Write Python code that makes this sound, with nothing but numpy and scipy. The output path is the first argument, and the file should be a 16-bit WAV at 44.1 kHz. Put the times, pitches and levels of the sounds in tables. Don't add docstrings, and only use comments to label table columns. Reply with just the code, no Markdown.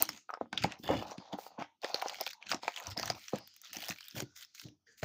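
import sys
import numpy as np
from scipy import signal
from scipy.io import wavfile
from scipy.ndimage import uniform_filter1d

SR = 44100
rng = np.random.default_rng(int(sys.argv[2]) if len(sys.argv) > 2 else 0)


def dump(signal):
    limited = np.clip(np.atleast_2d(signal).T, -1, 1)
    pcm = np.round(limited * 32767).astype(np.int16)
    wavfile.write(sys.argv[1], SR, pcm)


N = 222616
STEP = 32

# [start t/s, hold t/s, rustle level/dB, sizzle level/dB, taut film f/Hz]
PULLS = [(0, .025, -42, -53.5, 4100), (0.048, 0.13, -56, -71, 5940), (0.294, .012, -68.5, -77, 2180),
         (0.335, 0.0062, -64, -100, 1890), (0.408, 0.011, -68, -93, 2210), (0.533, .012, -53.5, -82, 3100),
         (.578, 0.025, -47, -81.5, 2750), (0.626, .015, -43, -60, 2350), (0.678, .06, -55, -91, 2330),
         (.79, .04, -66, -68, 6100), (.835, 0.032, -55, -62, 3540), (0.877, 0.073, -46, -63, 2630),
         (0.958, 0.077, -54, -67, 3300), (1.067, 0.058, -56.5, -73, 5260), (1.176, 0.12, -64, -103, 4570),
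         (1.324, .02, -57, -75, 3440), (1.383, .09, -60.5, -61.5, 4920), (1.51, .06, -72.5, -105, 4000),
         (1.592, 0.039, -54, -82, 2190), (1.828, 0.48, -52.5, -68.5, 4600), (2.414, .04, -64, -97, 3080),
         (2.462, 0.043, -56, -86, 3050), (2.496, 0.029, -45, -53, 3760), (2.575, .06, -65.5, -97, 4200),
         (2.627, .3, -54.5, -71.5, 3900), (2.975, .125, -47.5, -60, 4500), (3.15, 0.17, -57.5, -66.5, 4780),
         (3.334, .03, -54, -70, 4170), (3.39, 0.28, -68.5, -97, 5000), (3.637, .08, -58, -83, 4570),
         (3.734, .18, -50, -56, 4300), (3.967, .17, -60.5, -70, 3800), (4.156, 0.042, -47.5, -51.5, 4260),
         (4.251, 0.12, -73, -95, 5530), (4.361, 0.067, -55.5, -62.5, 4700), (4.456, 0.072, -73, -97, 5500),
         (4.549, 0.08, -58.5, -67, 5400), (4.639, 0.035, -62.5, -84, 5080), (4.872, 0.061, -71, -93, 5550),
         (4.981, 0.018, -59.5, -65, 5500), (5.024, 0.023, -53, -61, 3250)]
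# [t/s, peak level of the body/dB, pitch f/Hz]
SNAPS = [(0.0235, -28.5, 2070), (.0905, -23, 5110), (0.3073, -51, 5800), (0.339, -39, 5100),
         (0.5286, -28, 1520), (0.5763, -15.5, 3580), (0.6377, -22.5, 4830), (0.6412, -21, 2210),
         (0.7211, -30.5, 2760), (1.111, -37.5, 5700), (1.1806, -41.5, 2540), (1.3308, -36, 3420),
         (1.6236, -33, 2153), (1.818, -43.5, 4360), (1.8447, -26.5, 1910), (1.9441, -16.5, 4290),
         (1.9966, -37.5, 4400), (2.016, -31.5, 1590), (2.021, -27, 2310), (2.0836, -27, 5600),
         (2.0963, -26, 4050), (2.1445, -33.5, 2080), (2.203, -33.5, 3520), (2.2099, -22.5, 5200),
         (2.2647, -22.5, 3380), (2.276, -25.5, 2460), (2.3062, -37.5, 2700), (2.3315, -36, 4540),
         (2.4258, -35, 2420), (2.468, -34, 2660), (2.4931, -36, 3270), (2.508, -29, 1520),
         (2.5157, -19, 4800), (2.5237, -22, 2780), (2.545, -25.5, 5800), (2.6336, -35, 4440),
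         (2.6794, -22, 2260), (2.762, -28.5, 3170), (2.7743, -27.5, 2800), (2.8, -35.5, 1880),
         (2.8692, -27, 5870), (2.9081, -32, 4700), (2.9708, -34.5, 3700), (2.976, -23.5, 5150),
         (2.997, -23, 5200), (3.0298, -25, 4730), (3.0573, -28.5, 5750), (3.0788, -29.5, 1530),
         (3.1008, -17, 4880), (3.2823, -32, 5800), (3.385, -40, 1620), (3.475, -48.5, 3290),
         (3.54, -52.5, 6300), (3.5639, -46, 6100), (3.6161, -40.5, 6100), (3.655, -41.5, 3400),
         (3.7308, -33, 5630), (3.7683, -28, 5770), (3.825, -34, 4010), (3.8385, -31, 3100),
         (3.884, -28, 5270), (3.8908, -25, 4870), (3.8993, -27, 6300), (3.9074, -27.5, 2520),
         (3.9247, -34.5, 2460), (3.9604, -41, 2200), (3.976, -49, 4500), (3.9854, -39, 2340),
         (4.0075, -37, 4600), (4.029, -41.5, 2970), (4.042, -44, 5640), (4.059, -45.5, 4840),
         (4.0833, -37, 3600), (4.1101, -39, 5260), (4.151, -50, 5150), (4.2029, -24.5, 6150),
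         (4.3747, -43.5, 5900), (4.433, -43, 3980), (4.448, -42, 5250), (4.549, -40.5, 6020),
         (4.5963, -35, 5580), (4.6369, -45, 3220), (4.6858, -48.5, 2970), (5.031, -27, 1600)]
# [t/s, level/dB]
CRISPNESS = [(0, 12), (.1, -10.5), (.5, -31), (1.7, -29), (1.9, -23.5), (2.35, -10.5), (2.45, -52),
             (2.55, -47), (2.85, -5.5), (3.3, -26), (3.5, 2), (3.7, -10), (4.0, -5), (4.15, -8.5),
             (4.6, -5.5), (5.0, -39)]
# [t/s, peak level/dB, struck panel f/Hz]
KNOCKS = [(0.0148, -37, 1020), (0.026, -26, 1160), (0.091, -32.5, 1020), (0.292, -32.5, 1270),
          (0.303, -27.5, 1220), (0.331, -38, 814), (0.3381, -26, 1160), (0.348, -35, 1290),
          (0.373, -40.5, 900), (0.4112, -21.5, 630), (0.458, -45.5, 890), (0.529, -32.5, 865),
          (0.6446, -18, 830), (0.6553, -31.5, 480), (0.8902, -19.5, 730), (0.9019, -17, 530),
          (1.0242, -29, 650), (1.1176, -32.5, 715), (1.3867, -30, 775), (1.465, -35.5, 895),
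          (1.5928, -40.5, 665), (1.6213, -25.5, 900), (1.8447, -27.5, 553), (1.944, -26.5, 530),
          (2.024, -22.5, 975), (2.0593, -26, 782), (2.2055, -31.5, 774), (2.2134, -27, 750),
          (2.268, -32.5, 825), (2.516, -26.5, 1340), (2.5334, -25.5, 1160), (2.5442, -44.5, 410),
          (2.6326, -32.5, 860), (2.68, -19, 910), (2.9722, -35.5, 740), (2.9966, -31, 670),
          (3.0344, -30, 1230), (3.102, -23.5, 720), (3.3339, -20.5, 537), (3.8907, -35, 740),
          (4.2036, -37.5, 595), (5.0276, -34, 620), (5.0325, -26.5, 660)]
# [t/s, peak level/dB, pitch f/Hz, settling t/s]
THUMPS = [(0.024, -37, 328, 0.037), (0.094, -46.5, 210, 0.12), (0.412, -39, 264, 0.17),
          (0.528, -37.5, 210, 0.07), (0.601, -43.5, 110, 0.071), (0.64, -28, 195, 0.15),
          (0.796, -43.5, 234, 0.042), (0.897, -26.5, 239, 0.063), (0.948, -27, 226, 0.12),
          (1.18, -37.5, 200, 0.08), (1.332, -33, 267, 0.068), (1.586, -37.5, 226, 0.087),
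          (1.612, -39.5, 298, 0.049), (2.542, -33, 273, 0.08), (2.872, -42, 94, 0.15),
          (2.913, -42, 100, 0.08), (2.976, -38, 277, 0.08), (3.099, -39.5, 171, 0.11),
          (3.334, -29.5, 194.4, 0.2), (3.765, -43, 228, 0.15), (3.898, -36, 167, 0.091),
          (4.145, -43, 187, 0.067), (4.166, -40, 129, 0.2), (4.222, -34.5, 370, 0.06),
          (4.225, -37, 133, 0.081), (4.651, -38.5, 163, 0.22), (5.028, -33, 120, 0.092)]
# [start t/s, hold t/s, level/dB, pressed lid f/Hz]
RUBS = [(0, 0.017, -43.5, 750), (0.072, 0.095, -66, 1090), (0.533, .055, -56.5, 760),
        (0.679, 0.056, -53, 900), (0.746, 0.058, -69, 606), (0.844, .04, -53, 595),
        (0.883, 0.072, -36, 473), (0.94, 0.2, -50, 820), (1.16, 0.17, -58.5, 690), (1.327, .012, -42, 740),
        (1.37, 0.18, -62.5, 780), (1.585, 0.027, -43, 880), (1.84, 0.013, -38.5, 604),
        (1.884, 0.25, -49.5, 790), (2.189, 0.022, -53, 750), (2.416, 0.086, -68, 850),
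        (2.508, 0.035, -43.5, 826), (2.634, 0.022, -50.5, 758), (2.751, 0.16, -52.5, 1020),
        (2.966, 0.14, -51, 730), (3.13, 0.039, -55.5, 900), (3.336, 0.009, -40.5, 520),
        (3.374, 0.045, -61.5, 696), (3.62, .1, -76.5, 1300), (3.744, 0.17, -57.5, 650),
        (4.163, 0.036, -49, 576), (4.33, 0.083, -78.5, 1250), (4.655, 0.017, -63, 450)]
# [start t/s, hold t/s, level/dB]
SHIFTS = [(0, .02, -51), (.06, 0.086, -60.5), (.535, 0.08, -54.5), (.642, 0.0074, -40.5), (.7, 0.041, -65),
          (.85, 0.024, -46), (.9, 0.081, -37.5), (.98, 0.12, -58.5), (1.15, .4, -78), (1.9, 0.077, -72.5),
          (1.99, 0.31, -77), (2.465, 0.032, -67), (2.51, 0.021, -55), (2.64, 0.015, -64.5),
          (2.85, .14, -66), (3.01, 0.13, -52), (3.715, 0.16, -70), (4.16, 0.076, -53),
          (4.648, 0.042, -57.5), (4.88, 0.17, -84.5)]
# [from t/s, to t/s, pitch f/Hz, resonator width f/Hz, top level/dB]
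SQUEAKS = [(.84, 1.06, 1740, 110, -55), (.865, 1.0, 2160, 120, -56), (.86, 1.05, 2910, 170, -51),
           (.828, 1.06, 3480, 170, -53), (3.34, 3.63, 4850, 900, -63), (1.63, 1.77, 890, 120, -70),
           (2.335, 2.47, 910, 150, -66), (3.634, 3.665, 1365, 120, -61), (4.23, 4.4, 1460, 90, -72),
           (4.866, 4.99, 1720, 300, -70), (4.866, 4.9, 1800, 150, -63), (4.866, 4.97, 4750, 250, -75),
           (4.866, 4.95, 452, 60, -75)]
# [f/Hz, relative level/dB, free ringing to -60 dB t/s]
LID_MODES = [(487, -12.5, 0.023), (549.4, 2.5, 0.11), (708, 4, 0.043), (792, 8, 0.047), (991, 0.5, 0.047),
             (1254, 1.5, 0.08)]
HOLLOW_MODES = [(89.1, -21, 0.54), (120.4, -12.5, 0.21), (207.2, -10, .14), (230, 1.5, 0.061),
                (297, 2.5, 0.11)]
SUPPRESS_EDGES_HZ = [380, 1300, 3500, 8000]

# (swell dB per s, dying dB per s, level at rest dB)
PULL_SHAPE, SIZZLE_SHAPE = (1600, 298, -93), (2400, 650, -105)
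RUB_SHAPE, SHIFT_SHAPE = (1800, 420, -96.5), (790, 330, -91)
# (dB under the hit, dying dB per s)
AFTER_SNAP, AFTER_KNOCK, AFTER_THUMP = (26.7, 550), (21, 1800), (16, 400)
SLACK_FILM_HZ, RESTING_LID_HZ = 5400, 1200
CRISPNESS_SPREAD_DB = 7.5
TICKS_PER_S, TICK_OVER_RUSTLE_DB, TICK_SPREAD_DB = 40, 9, 7
TEARING_FROM_S, TICKS_ABOVE_DB = 1.82, -63
PORT_HZ, PORT_WIDTH_HZ, PORT_DB = 15000, 2300, 11.5
MIC_LOW_HZ, CUTOFF_HZ = 69.4, 16300
ROOM_T60_S, ROOM_DB, HISS_DB = 0.11, -18.5, -99
SUPPRESS_BELOW_DB, SUPPRESS_SLOPE, SUPPRESS_S = -88, 0.11, .015


def rustle(body_db, sizzle_db, taut_hz):
    crackle = np.clip((body_db + 72) / 22, .2, 1)
    creases = crackle * grains(per_s=380, spread_db=4.2, grain_s=.0007)
    sliding = rng.standard_normal(N)
    friction = creases + .6 * sliding
    body = np.zeros(N)
    for k, hz in enumerate(np.geomspace(1350, 6600, 14)):
        near_db = nearness_db(hz, taut_hz, db_per_octave=11.5 - 8.8 * crackle)
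        flicker_db = 4.1 * drift(per_s=14.0)
        patch = rms_one(resonate_twice(friction, hz, 0.19 * hz))
        body += (-1) ** k * from_db(near_db + flicker_db) * patch
    return from_db(body_db) * evened(body) + from_db(sizzle_db) * evened(sizzle(friction))


def snaps(table):
    out, t = np.zeros(N), np.arange(700) / SR
    crispness_draws = rng.standard_normal(len(table))
    noise = rng.standard_normal((len(table), len(t)))
    onset = 1 - np.exp(-t / 0.00029)
    shape = onset * (np.exp(-t / 0.00026) + .12 * np.exp(-t / 0.0028))
    for (s, db, hz), white, draw in zip(table, noise, crispness_draws):
        crack = white * shape
        pitched = 5.8 * resonate(crack, hz, 0.12 * hz)
        body = band(band(crack, 1100, 4700) + pitched, 1100, 6000)
        sizzle_db = db + crispness_db(s) + CRISPNESS_SPREAD_DB * draw
        add(out, s, from_db(db) * peak_one(body) + from_db(sizzle_db) * peak_one(sizzle(crack)))
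    return out


def ticks(film_db):
    when, size, pitch, chance = rng.random((4, 400))
    at = (when * N).astype(int)
    db = film_db[at] + TICK_OVER_RUSTLE_DB + TICK_SPREAD_DB * (2 * size - 1)
    hz = 1800 * 4.5 ** pitch
    chosen = chance < TICKS_PER_S * N / SR / len(chance)
    heard = chosen & (at > TEARING_FROM_S * SR) & (film_db[at] > TICKS_ABOVE_DB)
    return list(zip(at[heard] / SR, db[heard], hz[heard]))


def sizzle(x):
    return band(x, 6800, 21000) + from_db(PORT_DB) * resonate_twice(x, PORT_HZ, PORT_WIDTH_HZ)


def crispness_db(s):
    return np.interp(s, *np.transpose(CRISPNESS))


def blows(table, modes, share, softness, grit):
    out, t = np.zeros(N), np.arange(round(.25 * SR)) / SR
    strengths = from_db(rng.normal(0, 3.5, (len(table), len(modes))))
    noise = rng.standard_normal((len(table), len(t)))
    for (s, db, hz, settle_s), gains, white in zip(table, strengths, noise):
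        push = grit * white * np.exp(-np.log(1000) * t / settle_s)
        width = max(round(softness * SR / hz), 3)
        push[:width] += np.hanning(width)
        sound = ring(push, hz, 9.4 / hz)
        for (mode_hz, mode_db, mode_t60), gain in zip(modes, gains):
            near_db = nearness_db(mode_hz, hz, db_per_octave=5.0)
            sound += share * gain * from_db(mode_db + near_db) * ring(push, mode_hz, mode_t60)
        add(out, s, from_db(db) * peak_one(band(sound, 0.47 * hz, 2.7 * hz)))
    return out


def knocks():
    table = [(s, db, hz, 24.0 / hz) for s, db, hz in KNOCKS]
    return blows(table, LID_MODES, share=0.063, softness=0.4, grit=0.52)


def thumps():
    return blows(THUMPS, HOLLOW_MODES, share=0.3, softness=.6, grit=1.6)


def rubbing(lid_db, lid_hz):
    skin = grains(per_s=220, spread_db=1.0, grain_s=0.0032)
    lid = np.zeros(N)
    for hz, db, t60 in LID_MODES:
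        near_db = nearness_db(hz, lid_hz, db_per_octave=28.0)
        lid += from_db(db + near_db) * rms_one(ring(skin, hz, 0.21 * t60))
    return from_db(lid_db) * evened(band(lid, 570, 1400))


def shifting(shift_db):
    stone = rng.standard_normal(N)
    hollow = np.zeros(N)
    for hz, db, t60 in HOLLOW_MODES:
        hollow += from_db(db + 7.3 * drift(per_s=5.2)) * ring(stone, hz, 0.38 * t60)
    return from_db(shift_db) * evened(band(hollow, 65, 570))


def squeaks():
    out = np.zeros(N)
    for start, stop, hz, width_hz, db in SQUEAKS:
        phase = np.linspace(0, 1, round((stop - start) * SR))
        white = rng.standard_normal(len(phase))
        tone = rms_one(resonate_twice(white, hz, width_hz))
        add(out, start, from_db(db) * np.sin(np.pi * phase ** 0.45) ** .7 * tone)
    return out


def room(x):
    t = np.arange(round(.3 * SR)) / SR
    reflections = band(rng.standard_normal(len(t)), 150, 9800)
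    tail = reflections * from_db(-60 * t / ROOM_T60_S) * (t > .004)
    return from_db(ROOM_DB) * signal.fftconvolve(x, tail / np.sqrt(np.sum(tail ** 2)))[:N]


def hiss():
    return from_db(HISS_DB) * rng.standard_normal(N)


def suppress(x):
    r = np.exp(-1 / (SUPPRESS_S * SR))
    power = signal.lfilter([1 - r], [1, -r], x ** 2, zi=[[1e-4]])[0]
    level_db = 10 * np.log10(power + 1e-14)
    return x * from_db(SUPPRESS_SLOPE * np.minimum(level_db - SUPPRESS_BELOW_DB, 0))


def handling():
    pulls = moves(PULLS, PULL_SHAPE)
    film_db = level(np.vstack([pulls, after(SNAPS, AFTER_SNAP)]))
    taut_hz = leading(pulls, [row[4] for row in PULLS] + [SLACK_FILM_HZ])

    sizzles = moves([(s, hold, db) for s, hold, _, db, _ in PULLS], SIZZLE_SHAPE)
    crisp = [(s, db + crispness_db(s)) for s, db, hz in SNAPS]
    sizzle_db = level(np.vstack([sizzles, after(crisp, AFTER_SNAP)]))

    lid = np.vstack([moves(RUBS, RUB_SHAPE), after(KNOCKS, AFTER_KNOCK)])
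    lid_pitches = [row[3] for row in RUBS] + [RESTING_LID_HZ] + [row[2] for row in KNOCKS]
    lid_hz = leading(lid, lid_pitches)

    shift_db = level(np.vstack([moves(SHIFTS, SHIFT_SHAPE), after(THUMPS, AFTER_THUMP)]))
    return film_db, sizzle_db, taut_hz, level(lid), lid_hz, shift_db


def moves(table, shape):
    swell, dying, rest_db = shape
    t = np.arange(0, N + STEP, STEP) / SR
    start, hold, db = np.array([row[:3] for row in table]).T[:, :, None]
    db = db - swell * np.maximum(start - t, 0) - dying * np.maximum(t - start - hold, 0)
    return from_db(2 * np.vstack([db, rest_db + 0 * t]))


def after(hits, rule):
    under_db, dying = rule
    table = [(row[0], 0, row[1] - under_db) for row in hits]
    return moves(table, (6000, dying, -140))[:-1]


def level(power):
    return full(10 * np.log10(power.sum(axis=0)))


def leading(power, values):
    return full(np.dot(values, power) / power.sum(axis=0))


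def full(slow):
    return np.interp(np.arange(N) / STEP, np.arange(len(slow)), slow)


def grains(per_s, spread_db, grain_s):
    born = rng.random(N) < per_s / SR
    power = born * from_db(2 * spread_db * np.minimum(rng.exponential(1, N), 3))
    r = np.exp(-1 / (grain_s * SR))
    envelope = np.sqrt(signal.lfilter([1], [1, -r], power + 1e-18))
    return rms_one(envelope * rng.standard_normal(N))


def drift(per_s):
    knots = rng.standard_normal(int(N / SR * per_s) + 2)
    return np.interp(np.arange(N) / SR * per_s, np.arange(len(knots)), knots)


def nearness_db(hz, centre_hz, db_per_octave):
    return -db_per_octave * np.abs(np.log2(hz / centre_hz))


def ring(push, hz, t60):
    r, w = from_db(-60 / (t60 * SR)), 2 * np.pi * hz / SR
    return signal.lfilter([0, np.sin(w)], [1, -2 * r * np.cos(w), r * r], push + 1e-18)


def resonate(x, hz, width_hz):
    r, w = np.exp(-np.pi * width_hz / SR), 2 * np.pi * hz / SR
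    return signal.lfilter(np.array([1, 0, -1]) * (1 - r * r) / 2, [1, -2 * r * np.cos(w), r * r], x)


def resonate_twice(x, hz, width_hz):
    return resonate(resonate(x, hz, width_hz), hz, width_hz)


def band(x, low_hz, high_hz):
    edges = [low_hz, min(high_hz, .45 * SR)]
    return signal.sosfilt(signal.butter(2, edges, "band", fs=SR, output="sos"), x)


def evened(x):
    return x / np.sqrt(uniform_filter1d(x ** 2, size=SR // 10) + 1e-20)


def rms_one(x):
    return x / np.sqrt(np.mean(x ** 2) + 1e-20)


def peak_one(x):
    return x / np.abs(x).max()


def from_db(db):
    return 10 ** (np.asarray(db) / 20)


def add(out, s, sound):
    i = round(s * SR)
    out[i:i + len(sound)] += sound[:N - i]


def scene():
    film_db, sizzle_db, taut_hz, lid_db, lid_hz, shift_db = handling()
    film = rustle(film_db, sizzle_db, taut_hz)
    friction = rubbing(lid_db, lid_hz) + shifting(shift_db) + squeaks()
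    hits = snaps(SNAPS + ticks(film_db)) + knocks() + thumps()
    return (film + friction + hits + room(hits) + hiss())[None]


def record(dry):
    rest = signal.sosfilt(signal.butter(3, MIC_LOW_HZ, "high", fs=SR, output="sos"), dry)
    kept = 0
    for hz in SUPPRESS_EDGES_HZ:
        low = signal.sosfilt(signal.butter(2, hz, fs=SR, output="sos"), rest)
        kept = kept + suppress(low)
        rest = rest - low
    top_cut = signal.cheby2(12, 60, CUTOFF_HZ, fs=SR, output="sos")
    return signal.sosfilt(top_cut, kept + suppress(rest))


dry = scene()
out = record(dry)
dump(out)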